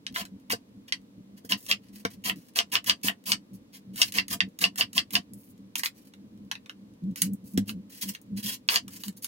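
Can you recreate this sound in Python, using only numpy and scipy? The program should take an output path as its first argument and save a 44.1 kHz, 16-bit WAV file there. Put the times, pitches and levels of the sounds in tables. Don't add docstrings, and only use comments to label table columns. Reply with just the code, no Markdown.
import sys
import numpy as np
from scipy import signal
from scipy.fft import rfft, irfft, next_fast_len
from scipy.io import wavfile
from scipy.ndimage import map_coordinates

SR = 44100
rng = np.random.default_rng(int(sys.argv[2]) if len(sys.argv) > 2 else 0)


def to_wav(s):
    ch = np.atleast_2d(s).T
    pcm = np.round(np.clip(ch, -1, 1) * 32767)
    wavfile.write(sys.argv[1], SR, pcm.astype(np.int16))


N = 408807

# (frequency [Hz], level [dB])
AIR_SPECTRUM = [(25, -14.5), (55, -17.5), (105, -9.5), (140, -8.5), (200, -3), (280, 1), (380, -15.5),
                (470, -10.5), (750, -26.5), (1020, -25.5), (1400, -32), (4000, -34), (8000, -41),
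                (16000, -42)]
BOOM_SPECTRUM = [(25, -19), (55, -18), (80, -21), (106, -10), (138, -16), (165, -25.5), (195, 1.5),
                 (235, -12.5), (290, -9.5), (370, -30), (450, -27), (600, -40.5), (1200, -75)]
TICK_SPECTRUM = [(100, -38), (700, -27.5), (1400, -11), (2900, -8), (4000, -9), (7000, -11), (16000, -13)]
CLACK_SPECTRUM = [(100, -47.5), (500, -44), (800, -30), (1100, -17), (1800, -8.5), (2300, -9), (2900, -0.5),
                  (3700, -10.5), (4700, -1.5), (6500, -15), (9000, -19.5), (16000, -37.5)]
CRUNCH_SPECTRUM = [(100, -39.5), (800, -21), (1300, -13), (1800, -0.5), (2300, -3.5), (2900, 0.5),
                   (3600, -6), (4500, 1.5), (7500, -3), (11000, -0.5), (16000, 0.5)]
# (frequency [Hz], t60 [s])
ROOM_DECAY = [(200, .14), (1000, 0.095), (3000, 0.085), (8000, 0.092), (16000, 0.066)]
# (frequency [Hz], left minus right [dB])
PORT_BALANCE = [(100, 1.5), (260, -0.5), (550, 2.5), (1100, 5.5), (2400, -3.5), (4500, 3), (9000, -2.5),
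                (15000, -1)]
# (frequency [Hz], bandwidth [Hz], level [dB])
BOARD_MODES = [(446, 33, -8.5), (696.4, 33, -2.5), (1001.6, 60, -2), (1222, 230, -8)]
# (frequency [Hz], level [dB], t60 [s])
BOUNCE_MODES = [(104.4, -9.5, 0.15), (198, -3, 0.15), (255, 5.5, 0.055), (308, -18, 0.095)]
KNOCK_MODES = [(416, -11, 0.066), (464, 2.5, 0.052), (532, -13, 0.0478), (690, -7.5, 0.085), (1534, 0, .05)]
# (frequency [Hz], level [dB])
BLADE_MODES = [(1840, -12.5), (2053, -10), (2245, -4), (2640, -4.5), (2688, -8.5), (2885, 2), (3045, -10.5),
               (3240, 4.5), (3632, -7.5), (3782, -10.5), (4490, -11.5), (4722, -9)]
# (midpoint [s], duration [s], boom [dB])
PUSHES = [(0.122, 0.0097, -40.5), (0.23, 0.014, -41), (0.343, 0.025, -42.5), (1.192, 0.027, -44.5),
          (2.376, 0.017, -43), (3.534, 0.028, -42), (3.92, 0.065, -42), (4.455, 0.046, -38),
          (6.348, 0.26, -49.5), (7.081, 0.074, -30), (7.289, 0.094, -30), (7.451, 0.0084, -43),
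          (7.588, 0.07, -31.5), (7.74, 0.11, -37), (8.077, .06, -40), (8.356, 0.056, -30),
          (8.463, 0.023, -37), (9.089, 0.02, -39)]
# (time [s], level [dB], knock [dB])
THUDS = [(0.532, -30.5, 0.5), (1.446, -37.5, -13.5), (2.05, -24, -4), (3.044, -27, -24),
         (7.577, -11.5, -27)]
# (time [s], level [dB], treble [dB])
TOUCHES = [(0.1605, -22, -43.5), (0.2523, -32, -11.5), (0.5024, -24, -46), (2.0505, -22.5, -22),
           (5.335, -32.5, 10), (5.7555, -13, -9.5), (5.7808, -22, 5), (5.794, -19.5, -8),
           (5.8344, -16.5, -16), (5.8586, -13.5, -14), (6.1373, -44.5, -18.5), (6.5139, -21.5, -20.5),
           (6.5533, -35, -26), (6.66, -44, -21), (6.6955, -32, -21), (7.159, -24.5, -6.5),
           (7.2189, -3.5, -1.5), (7.3342, -31.5, 22), (7.5757, -16, -10), (7.6928, -28, -21.5),
           (8.1495, -29.5, -16.5), (8.215, -43, 7), (8.7205, -23, -15.5), (8.742, -16.5, -13.5),
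           (8.8802, -29, -8), (9.036, -23, -10), (9.0816, -23, -4), (9.2449, -17, -3)]
# (start [s], duration [s], level [dB], treble [dB])
RUBS = [(0.876, 0.011, -40.5, -16), (1.364, 0.018, -53.5, -9), (1.44, 0.016, -53, -1),
        (1.562, 0.14, -62, 3), (1.816, .07, -62, -13), (1.919, 0.091, -58, -4.5), (2.095, .045, -53.5, -7),
        (2.348, 0.14, -62.5, -4.5), (3.528, 0.036, -60, 3), (3.723, .05, -49.5, -8.5),
        (3.934, 0.15, -46, -5), (5.339, 0.17, -82.5, 17.5), (5.771, 0.028, -43.5, 2.5),
        (5.837, 0.027, -45, 7), (5.939, 0.14, -64, -4.5), (7.16, 0.11, -46, -4.5), (7.438, 0.1, -68, 7.5),
        (7.656, 0.054, -49.5, -3.5), (7.893, .25, -54, -3), (8.009, 0.025, -37, -3.5),
        (8.076, 0.017, -36, -0.5), (8.359, .045, -46.5, -5), (8.426, 0.12, -37.5, -5.5),
        (8.478, 0.02, -30.5, -7), (8.899, 0.072, -52, -2), (8.99, 0.094, -51, -2), (9.165, 0.01, -48, 6),
        (9.218, 0.034, -50.5, 4.5)]
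# (time [s], level [dB], treble [dB], body [dB])
TAPS = [(0.0666, -22, -21.5, -52), (0.9237, -14, -21, -54), (4.4054, -9, -33.5, -43),
        (8.6885, -8.5, -22, -35)]
# (landing [s], cutting time [s], prick [dB],
# crunch [dB], crunch treble [dB], clack [dB], clack treble [dB], body [dB], boom [dB])
STROKES = [(0.213, .072, -44.5, -34.5, -13.5, -32, -45, -41, -60),
           (0.5233, .026, -64, -30.5, -7, -18, -9, -20, -44.5),
           (1.522, .031, -58, -30, -9.5, -11.5, -23.5, -28, -38.5),
           (1.7135, 0.033, -28, -31.5, -9.5, -9.5, -25.5, -44.5, -47.5),
           (2.2973, 0.059, -60, -31.5, -10, -17.5, -62, -65, -41.5),
           (2.5894, 0.037, -52, -29, -9.5, -9, -16, -19, -53),
           (2.7546, 0.038, -52, -28.5, -10, -9, -31.5, -35, -49),
           (2.8971, 0.038, -28.5, -28, -10.5, -7, -20, -37, -43),
           (3.0841, .054, -51.5, -33, -4, -14, -57, -25, -44.5),
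           (3.3193, .064, -44, -34.5, -5.5, -8, -14.5, -29, -43),
           (4.0172, .042, -27.5, -34, -6, -3.5, -8.5, -55, -50),
           (4.1852, .047, -22.5, -31, -9, -10, -27.5, -39, -42),
           (4.341, .043, -24, -33, -5, -44, -37, -38, -39.5),
           (4.6408, .036, -23, -29.5, -8.5, -7, -21.5, -31, -42),
           (4.81, .036, -26, -30, -5.5, -9, -31.5, -56, -44),
           (4.9797, .033, -27, -32.5, -5.5, -7, -21, -41, -42.5),
           (5.1537, .031, -28.5, -35.5, -3, -8.5, -20, -26.5, -38),
           (8.7594, 0.065, -44, -29.5, -8, -8.5, -12, -29, -54)]


def amp(db):
    return 10 ** (np.asarray(db) / 20)


def unit(x):
    return x / np.sqrt(np.mean(x ** 2) + 1e-20)


def along(points, hz):
    frequencies, values = np.transpose(points)
    return np.interp(np.log(hz + 1), np.log(frequencies + 1), values)


def wobble(rate, size=N):
    knots = rng.standard_normal(int(size * rate / SR) + 4)
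    return map_coordinates(knots, [np.arange(size) * rate / SR])


def filtered(x, response):
    size = x.shape[-1]
    padded = next_fast_len(size + 4096)
    return irfft(rfft(x, padded) * response(np.fft.rfftfreq(padded, 1 / SR)), padded)[..., :size]


def add(track, start_s, sound):
    i = max(0, round(start_s * SR))
    track[i:i + len(sound)] += sound[:max(0, len(track) - i)]


def shelf(hz, edge_hz):
    return hz ** 4 / (hz ** 4 + edge_hz ** 4)


def snap(spectrum_db, size=4096):
    cepstrum = irfft(np.log(amp(spectrum_db(np.fft.rfftfreq(size, 1 / SR)))))
    cepstrum[1:size // 2] *= 2
    cepstrum[size // 2 + 1:] = 0
    pulse = irfft(np.exp(rfft(cepstrum)))
    return pulse / np.abs(pulse).max()


def ring(modes, t):
    return sum(amp(db + 1.5 * rng.standard_normal() - 60 * t / t60)
               * np.sin(2 * np.pi * (hz * t + rng.random())) for hz, db, t60 in modes)


def contact(spectrum_db, chatter_db, chatter_t60, size=2048):
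    t = np.arange(size) / SR
    chatter = amp(chatter_db - 60 * t / chatter_t60) * rng.choice([-1, 1], size)
    force = chatter * (1 - np.exp(-t / 0.00044))
    force[0] = 1
    pulse = snap(spectrum_db)
    sound = signal.fftconvolve(force, pulse)
    return sound * np.linalg.norm(pulse) / np.linalg.norm(sound)


def room_noise():
    common, apart = filtered(rng.standard_normal((2, N)), lambda hz: amp(along(AIR_SPECTRUM, hz)))
    apart = filtered(apart, lambda hz: 0.24 + 1.3 * shelf(hz, 600))
    return amp(-57.5) * unit(np.array([common + apart, common - apart]))


def reverberation(x, blocks=48, build_s=0.0021, hold_s=0.003):
    out, step = np.zeros((2, N)), N // blocks + 1
    hz, t, noise = signal.stft(rng.standard_normal((blocks, 2, SR // 8)), SR, nperseg=256)
    decay = amp(-60 * np.maximum(t - hold_s, 0) / along(ROOM_DECAY, hz)[:, None])
    tails = signal.istft(noise * decay, SR, nperseg=256)[1]
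    tails *= 1 - np.exp(-(np.arange(tails.shape[-1]) / SR / build_s) ** 2)
    for i, tail in zip(range(0, N, step), tails):
        echo = signal.fftconvolve(x[None, i:i + step], tail / np.linalg.norm(tail[0]), axes=1)[:, :N - i]
        out[:, i:i + echo.shape[1]] += echo
    return out


def near_reflection(x, delay_s=0.001041, echo_db=-9):
    echo = lambda hz: amp(echo_db) * np.exp(-2j * np.pi * hz * delay_s) * (1 - shelf(hz, 3400))
    return filtered(x, lambda hz: 1 + echo(hz))


def microphones(x, lag_samples=13.5):
    side = np.array([[1], [-1]])
    delay = lambda hz: np.exp(-1j * np.pi * hz / SR * lag_samples * side)
    return filtered(x, lambda hz: amp(side * along(PORT_BALANCE, hz) / 2) * delay(hz))


def jostle_level(hold_s=.035, edge_s=0.016, rest_db=-57, swing_db=4.5):
    t = np.arange(0, N, 64) / SR
    strokes = [(s - cut_s / 2, s + hold_s, db) for s, cut_s, *_, db in STROKES]
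    pushes = [(s - length / 2, s + length / 2, db) for s, length, db in PUSHES]
    power = sum(amp(2 * db) * np.exp(-2 * ((t - np.clip(t, start, end)) / edge_s) ** 2)
                for start, end, db in strokes + pushes)
    murmur = amp(rest_db + swing_db * wobble(14))
    return 10 * np.log10(np.interp(np.arange(N) / SR, t, power) + murmur ** 2)


def worktop(ring_hz=192, waver_hz=9):
    level_db = jostle_level()
    rumble = unit(filtered(rng.standard_normal(N), lambda hz: amp(along(BOOM_SPECTRUM, hz))))
    tone = np.sqrt(2) * np.sin(2 * np.pi * np.cumsum(ring_hz + waver_hz * wobble(25)) / SR)
    tone_share = np.clip((level_db + 47.5) / 20, 0, .9)
    return amp(level_db) * (np.sqrt(1 - tone_share) * rumble + np.sqrt(tone_share) * tone)


def thuds(landing_knock_db=-18.5):
    out, t = np.zeros(N), np.arange(SR // 4) / SR
    landings = [(s, boom_db + 1, landing_knock_db) for s, *_, boom_db in STROKES]
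    bounce = sum(amp(db - 60 * t / t60) * np.sin(2 * np.pi * hz * t) for hz, db, t60 in BOUNCE_MODES)
    for s, db, knock_db in THUDS + landings:
        add(out, s, amp(db - 3.5) * bounce * (1 - np.exp(-t / 0.0017)))
        add(out, s, amp(db + knock_db + 5) * ring(KNOCK_MODES, t) * (1 - np.exp(-t / 0.0015)))
    return out


def ticks(skin_hold_s=.016, skin_treble_db=-5.5, rustles_per_s=4.6):
    out = np.zeros(N)
    pricks = [(s - cut_s - skin_hold_s, db, skin_treble_db) for s, cut_s, db, *_ in STROKES]
    draws = rng.random((int(rustles_per_s * N / SR), 2))
    rustles = [(when * N / SR, -58 + 7 * (2 * size - 1), skin_treble_db) for when, size in draws]
    for s, db, treble_db in TOUCHES + pricks + rustles:
        colour = lambda hz: along(TICK_SPECTRUM, hz) + 1.38 * (treble_db + 7.5) * shelf(hz, 5500)
        add(out, s, amp(db + 11.5) * contact(colour, chatter_db=-2.5, chatter_t60=0.014))
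    return out


def board_response(hz):
    return sum((-1) ** k * amp(db) * 1j * hz * width / (centre ** 2 - hz ** 2 + 1j * hz * width)
               for k, (centre, width, db) in enumerate(BOARD_MODES))


def blade(t, t60=0.061):
    return ring([(hz, db, t60) for hz, db in BLADE_MODES], t)


def crunch(cut_cells_per_s=4500, rub_cells_per_s=600, bite_s=.0035, swell_s=.01, release_t60=0.0085):
    out = np.zeros(N)
    # drive on the board [dB], unevenness of the yielding fibres [dB]
    cuts = [(s - cut_s, cut_s, db, treble_db, -10.5, 0.8) for s, cut_s, _, db, treble_db, *_ in STROKES]
    rubs = [(*rub, -22, 3.5) for rub in RUBS]
    for start, length, db, treble_db, body_db, catch_db in cuts + rubs:
        t = np.arange(int((length + .05) * SR)) / SR
        firmness = np.clip((db + 59) / 22, 0, 1)
        density = rub_cells_per_s + firmness * (cut_cells_per_s - rub_cells_per_s)
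        bursts = (rng.random(len(t)) < density / SR) * rng.standard_normal(len(t))
        layers = map_coordinates(rng.standard_normal(len(t)), [t * 420])
        catches = map_coordinates(rng.standard_normal(len(t)), [t * 70])
        bursts *= amp(3 * layers + catch_db * catches)
        spray = unit(filtered(bursts, lambda hz: amp(along(CRUNCH_SPECTRUM, hz))))
        spray = filtered(spray, lambda hz: amp((treble_db + 3.5) * shelf(hz, 5300)))
        steel = firmness * unit(signal.fftconvolve(bursts, blade(t))[:len(t)])
        rise_s = bite_s + swell_s * (1 - firmness)
        envelope = (1 - np.exp(-t / rise_s)) * amp(-60 * np.maximum(t - length, 0) / release_t60)
        depth = np.minimum(t / (.5 * length), 1)
        body = filtered(depth * envelope * bursts, board_response)
        body /= filtered(bursts, board_response).std()
        add(out, start, amp(db + 3) * envelope * (spray + amp(-14) * steel) + amp(db + body_db) * body)
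    return out


def chops(settle_s=.013, settle_width_s=0.0038):
    out, t = np.zeros(N), np.arange(SR // 8) / SR
    landings = [(s, db, treble_db, body_db, True) for s, *_, db, treble_db, body_db, _ in STROKES]
    taps = [(*tap, False) for tap in TAPS]
    for s, db, treble_db, body_db, through_food in landings + taps:
        colour = lambda hz: (along(CLACK_SPECTRUM, hz) + (treble_db + 16) * shelf(hz, 4800)
                             + 0.44 * (body_db + 25.5) * (1 - shelf(hz, 1100)))
        add(out, s, amp(db + 8) * contact(colour, chatter_db=-13, chatter_t60=0.0097))
        add(out, s, amp(db - 24) * blade(t))
        press = rng.standard_normal(len(t)) * np.exp(-((t - settle_s) / settle_width_s) ** 2)
        add(out, s, amp(db + .5 * body_db + 8.5) * filtered(press, board_response))
        if through_food:
            pulse = snap(colour)
            add(out, s, amp(db - 16) * signal.fftconvolve(press, pulse / np.linalg.norm(pulse)))
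    return out


def scene():
    blows = near_reflection(chops() + ticks())
    cells = crunch()
    direct = microphones(blows + amp(-1) * cells + thuds() + worktop())
    return direct + reverberation(amp(-4) * blows + amp(1) * cells) + room_noise()


def record(dry, bass_hz=70, ceiling=.9, top_hz=15900):
    thinned = signal.sosfilt(signal.butter(2, bass_hz, "highpass", fs=SR, output="sos"), dry)
    rounded = thinned / (1 + np.abs(thinned / ceiling) ** 6) ** (1 / 6)
    return filtered(rounded, lambda hz: amp(-np.clip(hz - top_hz, 0, 2000) / 15))


dry = scene()
out = record(dry)
to_wav(out)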